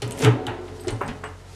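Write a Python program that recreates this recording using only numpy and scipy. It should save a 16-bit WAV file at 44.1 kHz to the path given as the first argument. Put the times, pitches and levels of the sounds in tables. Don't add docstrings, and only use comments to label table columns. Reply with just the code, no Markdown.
import sys
import numpy as np
from scipy import signal
from scipy.fft import rfft, irfft
from scipy.io import wavfile
from scipy.ndimage import uniform_filter1d

SR = 44100
rng = np.random.default_rng(int(sys.argv[2]) if len(sys.argv) > 2 else 0)


def materialize(psi):
    bounded = np.clip(np.atleast_2d(psi).T, -1, 1)
    quanta = np.round(bounded * 32767).astype(np.int16)
    wavfile.write(sys.argv[1], SR, quanta)


def volts_from_decibels(level):
    exponent = np.asarray(level, float) / 20
    return 10 ** exponent


N = 68355
T = np.arange(N) / SR
BAND_EDGE = 3


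def unit(x):
    return x / np.sqrt(np.mean(x ** 2))


def gain_curve(rows):
    return volts_from_decibels(np.interp(T, *np.array(rows).T))


def resonance(x, hz, width_hz):
    return signal.lfilter(*signal.iirpeak(hz, hz / width_hz, fs=SR), x)


def wobble(rate_hz):
    k = int(SR / rate_hz)
    return unit(uniform_filter1d(uniform_filter1d(rng.standard_normal(N), k), k))


def decay(t, t60):
    return np.exp(-np.log(1000) * t / t60)


def add(out, start_s, x):
    i = max(int(start_s * SR), 0)
    out[i:i + len(x)] += x[:N - i]


def ring(hz, level_db, rise_s, t60):
    t = T[:int(min(1.3 * t60 + 4 * rise_s, 1.5) * SR)]
    shape = (1 - np.exp(-t / rise_s)) ** 2 * decay(t, t60)
    return volts_from_decibels(level_db) * shape / shape.max() * np.sin(2 * np.pi * hz * t)


# (pitch_hz, density_db per Hz)
AIR_SPECTRUM = [(25, -22), (45, -23), (63, -12), (100, 2), (190, -17), (400, -9.5), (1500, -18.5),
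                (8500, -40)]


def room_air():
    out = 0
    points_hz, points_db = np.array(AIR_SPECTRUM).T
    for hz in 21 * 2 ** np.arange(0, 9.6, .5):
        flicker_db = 0.8 * wobble(27)
        level_db = np.interp(np.log(hz), np.log(points_hz), points_db) + flicker_db
        noise = rng.standard_normal(N)
        out = out + volts_from_decibels(level_db) * resonance(resonance(noise, hz, hz / 2), hz, hz / 2)
    return volts_from_decibels(-48) * unit(out)


# (pitch_hz, level_db, wobble_db)
HUM_TONES = [
    (45.5, -47, 1.2),
    (91, -42, 1.0),
    (138, -54, 1.5),
    (184, -60, 1.5),
]


def hum():
    out = 0
    for hz, level_db, wobble_db in HUM_TONES:
        out = out + volts_from_decibels(level_db + 1 + wobble_db * wobble(25)) * np.sin(2 * np.pi * hz * T)
    return out


# (start_s, level_db)
SLEEVE_LEVEL = [
    (.52, -63),
    (.62, -59),
    (.74, -55),
    (1.36, -60),
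    (1.45, -59),
    (1.55, -49.5),
]


def sleeve():
    hiss = unit(resonance(rng.standard_normal(N), 4360, 5700))
    return hiss * volts_from_decibels(1.2 * wobble(51)) * gain_curve(SLEEVE_LEVEL)


def room(x):
    low_t60, high_t60, gap_s = 0.33, 0.11, 0.0047
    t, noise = T[:SR // 2], rng.standard_normal(SR // 2)
    low = signal.lfilter(*signal.butter(1, 2500, fs=SR), noise)
    low_tail = low * decay(t, low_t60)
    tail = low_tail + 0.82 * (noise - low) * decay(t, high_t60)
    tail = signal.lfilter(*signal.butter(2, 180, "high", fs=SR), tail * (t > gap_s))
    tail = tail / np.sqrt(np.sum(low_tail ** 2))
    return volts_from_decibels(-9.5) * signal.fftconvolve(x, tail)[:N]


# (pitch_hz, t60_s)
KEY_MODES = [(7960, .07), (8366, .11), (9490, .28), (11675, .11), (14705, .2)]
# (start_s, level_db of the 8 kHz pair, of 9.5 kHz, of 11.7 kHz, of 14.7 kHz)
KEY_JINGLES = [(.797, -53, -56, -66, -64), (.806, -45, -68, -50, -58), (.838, -57, -59, -68, -60),
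               (.858, -64, -61, -62, -68), (.907, -62, -60, -72, -72), (.921, -50, -70, -72, -72),
               (1.0126, -62, -62, -51, -48), (1.03, -62, -70, -60, -56), (1.055, -58, -70, -72, -62),
               (1.2395, -47, -72, -72, -70), (1.2515, -45, -72, -72, -66)]


def key():
    out = np.zeros((len(KEY_MODES), N))
    for start_s, pair_db, *rest_db in KEY_JINGLES:
        levels_db = [pair_db - 6, pair_db, *rest_db]
        for line, (hz, t60), level_db in zip(out, KEY_MODES, levels_db):
            add(line, start_s, ring(hz, level_db, rise_s=.003, t60=t60))
    return sum(line * volts_from_decibels(2.5 * wobble(90)) for line in out)


# (start_s, effort_db)
DRAG_EFFORT = [(.017, -70), (.024, -38), (.1, -37), (.17, -36), (.22, -29), (.25, -22), (.29, -30),
               (.36, -36), (.45, -37), (.5, -35), (.62, -41), (.85, -45), (.89, -36), (.97, -42),
               (1.1, -40), (1.2, -50), (1.26, -46), (1.36, -60)]
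# (pitch_hz, width_hz, level_db)
BOX_WALLS = [(164, 38, -10.5), (266.4, 74, 1), (329, 64, -7), (359, 29, -5), (424.3, 34, -0.5),
             (531.3, 50.5, -4.5), (622, 51, -4.5), (754, 47, -5), (827, 24, -14.5), (996, 131, -5.5),
             (1160, 59, -17), (1328, 99, -12), (1977, 410, -13), (2530, 1260, -14.5)]
# (start_s, level_db)
PIN_RATTLE = [
    (.017, -65),
    (.024, -40),
    (.07, -58),
    (.16, -51),
    (.2, -40.5),
    (.245, -31),
    (.28, -53),
    (.34, -67),
]


def drag():
    ticks_per_s, spread_db = 5000, 3
    size = volts_from_decibels(spread_db * np.minimum(rng.exponential(size=N), 3))
    ticks = (rng.random(N) < ticks_per_s / SR) * size * rng.choice([-1, 1], N)
    effort = gain_curve(DRAG_EFFORT)
    push = ticks * effort
    body = 0
    for hz, width_hz, level_db in BOX_WALLS:
        wall = resonance(resonance(push, hz, width_hz), hz, 4 * width_hz)
        body = body + volts_from_decibels(level_db) * np.sqrt(1 / width_hz) * wall
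    grit = unit(resonance(ticks, 4500, 6600)) * gain_curve(PIN_RATTLE)
    return unit(body) * np.sqrt(np.mean(effort ** 2)) + grit


# (start_s, level_db, pitch_hz, rise_s, t60_s)
PANEL_RINGS = [(0.018, -32.5, 810, 0.0016, 0.072), (0.0211, -24, 120, 0.015, 0.28),
               (0.0228, -22, 401, 0.002, 0.035), (0.226, -17.5, 150.4, 0.012, 0.15),
               (.215, -22, 455, 0.013, 0.094), (.268, -17.5, 440, .012, 0.064),
               (.24, -19, 307, 0.0076, 0.058), (.255, -24.5, 755, 0.0079, 0.096),
               (.225, -32.5, 1030, 0.0068, .08), (.245, -9, 120, 0.056, 0.17),
               (.272, -19, 318, 0.0094, 0.083), (0.338, -36, 270, 0.021, 0.81),
               (.36, -35, 358.3, 0.013, 0.7), (.37, -38, 745, 0.0077, 0.92),
               (0.469, -29, 114.8, 0.042, 0.1), (.47, -29.5, 830, 0.0039, .12),
               (.4672, -25.5, 3000, 0.00046, .014), (.28, -26, 180, .01, 0.097),
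               (.42, -37, 365, 0.011, .12), (.5, -33.5, 357, 0.011, 0.19), (.579, -36, 360, .01, 1.1),
               (.842, -38, 760, .004, .07), (.8685, -19, 364, .004, .07), (.87, -30, 105, .01, .1),
               (.875, -36, 585, .004, .1), (.9, -32, 34, .02, .15), (.91, -24, 112, .03, .18),
               (1.012, -20, 401, 0.0011, 0.045), (1.009, -26.5, 1000, 0.0011, 0.11),
               (1.0087, -26.5, 1100, 0.0013, 0.081), (1.081, -32.5, 40, .02, 0.1),
               (1.083, -27.5, 235, 0.005, 0.12), (1.009, -25, 1297, .001, 0.072),
               (1.01, -30.5, 581, 0.003, 0.15), (1.237, -33.5, 425, 0.0013, 0.084),
               (1.237, -34.5, 1098, 0.0007, 0.063), (1.237, -37.5, 1900, 0.00083, 0.089),
               (1.245, -44.5, 2880, 0.0052, .12), (.878, -29, 440, 0.007, 0.12)]


def panels():
    out = np.zeros(N)
    for start_s, level_db, hz, rise_s, t60 in PANEL_RINGS:
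        x = ring(hz, level_db, rise_s, t60)
        if t60 > .2 and hz > 200:
            x = x * volts_from_decibels(2.5 * wobble(40)[:len(x)])
        add(out, start_s, x)
    return out


# (start_s, level_db, pitch_hz, width_octaves, t60_s)
METAL_KNOCKS = [(.019, -26.5, 323.4, 0.77, 0.32), (0.024, -26.5, 2300, 1.07, 0.12),
                (.197, -25, 399.6, 0.54, 0.47), (.222, -22.5, 1091, 0.91, 0.27),
                (.248, -17, 1297, 1.3, 0.21), (0.261, -18, 1498, 0.88, 0.099),
                (.272, -19.5, 443.3, 0.99, 0.59), (.467, -26, 1101, 1.08, 0.3),
                (0.476, -31.5, 1902, 0.5, 0.16), (.68, -45, 897, 1.04, 0.084),
                (.882, -24, 2207, 1.06, 0.13), (.922, -26.5, 515.6, 1.35, 0.081),
                (1.0092, -21.5, 1251, 1.0, 0.21), (1.083, -26, 1595, 1.42, 0.16),
                (1.236, -23.5, 1198, 1.1, 0.11), (.87, -25.5, 418.5, 0.82, 0.16),
                (.5, -30, 702, 0.78, 0.16), (.09, -29.5, 278.6, 0.63, 0.22),
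                (.175, -36.5, 2600, 0.55, 0.22), (.2, -29.5, 2390, .7, 0.22), (.235, -20.5, 2410, .6, 0.14),
                (.49, -32.5, 2804, .4, 0.17), (.845, -40, 1510, 0.6, 0.17), (1.03, -32, 171.4, 0.53, 0.58),
                (1.04, -31.5, 1000, .9, 0.25), (1.255, -34.5, 1698, .7, .16), (.7, -41.5, 139.5, .25, 0.32),
                (.17, -33, 135, .3, .15)]


def knocks(count, damping):
    out, chance = np.zeros(N), rng.random((len(METAL_KNOCKS), 3, count))
    for (start_s, level_db, hz, octaves, t60), (scatter, strength, phase) in zip(METAL_KNOCKS, chance):
        place = 2 * (np.arange(count) + scatter) / count - 1
        mode_hz = np.minimum(hz * 2 ** (1.7 * octaves * place), SR / 2.5)[:, None]
        t = T[:int(1.3 * t60 * SR)]
        fade = decay(t, t60 / (mode_hz / hz) ** damping)
        weight = np.exp(-3.2 * np.abs(place) ** BAND_EDGE) * (0.72 + strength)
        modes = np.sin(2 * np.pi * (mode_hz * t + phase[:, None]))
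        x = (weight[:, None] * fade * modes).sum(axis=0)
        x *= 1 - np.exp(-t * hz / 2)
        add(out, start_s, volts_from_decibels(level_db) * x / np.abs(x).max())
    return out


# (start_s, level_db, pitch_hz, width_octaves, t60_s)
LOCK_CLICKS = [(0.0203, -17, 6340, 1.6, 0.012), (0.0772, -21, 10000, 1.4, 0.009),
               (0.109, -20, 8800, 1, 0.008), (0.1100, -22, 3150, 0.71, 0.011),
               (.1200, -23.5, 7800, 0.52, 0.02), (0.175, -28, 9300, 1.3, 0.045),
               (.186, -26, 9900, 1.3, 0.024), (0.1915, -21, 9500, 1.6, 0.016),
               (.208, -22, 11000, 0.98, 0.018), (.2205, -22, 6200, 0.57, 0.036),
               (0.237, -20, 7500, 0.87, 0.023), (0.2475, -11.5, 8200, 1.6, 0.0072),
               (0.4670, -17, 3340, 0.66, 0.016), (0.4672, -22.5, 7700, 1.3, 0.023),
               (.681, -37.5, 2700, 1.2, 0.042), (0.7964, -38, 3900, 0.74, 0.031),
               (0.837, -32, 9900, 4.9, .012), (0.874, -31, 8600, 0.85, .012),
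               (0.8807, -22.5, 5320, 1.33, 0.025), (0.907, -28, 10300, 1.1, 0.017),
               (.9635, -34, 6460, 1.1, 0.009), (1.013, -35, 9000, 1.3, 0.011),
               (1.0782, -28.5, 5400, 1.7, 0.037), (1.2401, -34.5, 6000, 2, 0.014),
               (.019, -24, 3020, 1.3, .04), (.0655, -43, 10500, .6, .01), (.1222, -26.5, 3030, .5, 0.011),
               (0.1222, -23, 8660, 0.46, .01), (.1995, -29, 11500, .6, .01), (.2235, -22, 2300, 1.3, 0.037),
               (0.228, -27, 9500, 1., 0.0095), (.2462, -12.5, 2730, 0.89, 0.018),
               (0.2523, -10.5, 1920, 1.05, 0.015), (0.2589, -22, 6050, 1.1, 0.014),
               (.2645, -15.5, 2500, 0.69, .015), (.479, -25.5, 3060, 0.5, 0.037),
               (0.8721, -28, 4500, 1.9, 0.024), (0.906, -30, 9000, 0.22, .012),
               (1.0093, -18, 1400, 1.4, 0.022), (1.085, -32.5, 2760, .8, 0.033)]


def clicks():
    out, size = np.zeros(N), 4096
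    f, t = np.arange(size // 2 + 1) * SR / size + 1, T[:size]
    noises = rng.standard_normal((len(LOCK_CLICKS), size))
    for (start_s, level_db, hz, octaves, t60), noise in zip(LOCK_CLICKS, noises):
        colour = np.exp(-.5 * np.abs(np.log2(f / hz) / (octaves / 2)) ** BAND_EDGE)
        crack = 1.27 * np.exp(-t / 0.00056)
        shiver = 0.22 * decay(t, 7.6 * t60)
        x = irfft(rfft(noise) * colour) * (crack + decay(t, t60) + shiver)
        onset = 1 - np.exp(-t * hz)
        add(out, start_s, volts_from_decibels(level_db) * x * onset / np.abs(x).max())
    return out


def scene():
    box = clicks() + knocks(count=80, damping=0.29) + drag()
    background = room_air() + hum() + sleeve()
    return (box + room(box) + panels() + key() + background)[None]


def roll_off(x):
    return signal.sosfilt(signal.butter(12, 15830, fs=SR, output="sos"), x)


def record(dry):
    dull = signal.sosfilt(signal.butter(3, 10530, fs=SR, output="sos"), dry)
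    mix = signal.sosfilt(signal.ellip(8, .2, 60, 15500, fs=SR, output="sos"), dull)
    return roll_off(mix)


dry = scene()
out = record(dry)
materialize(out)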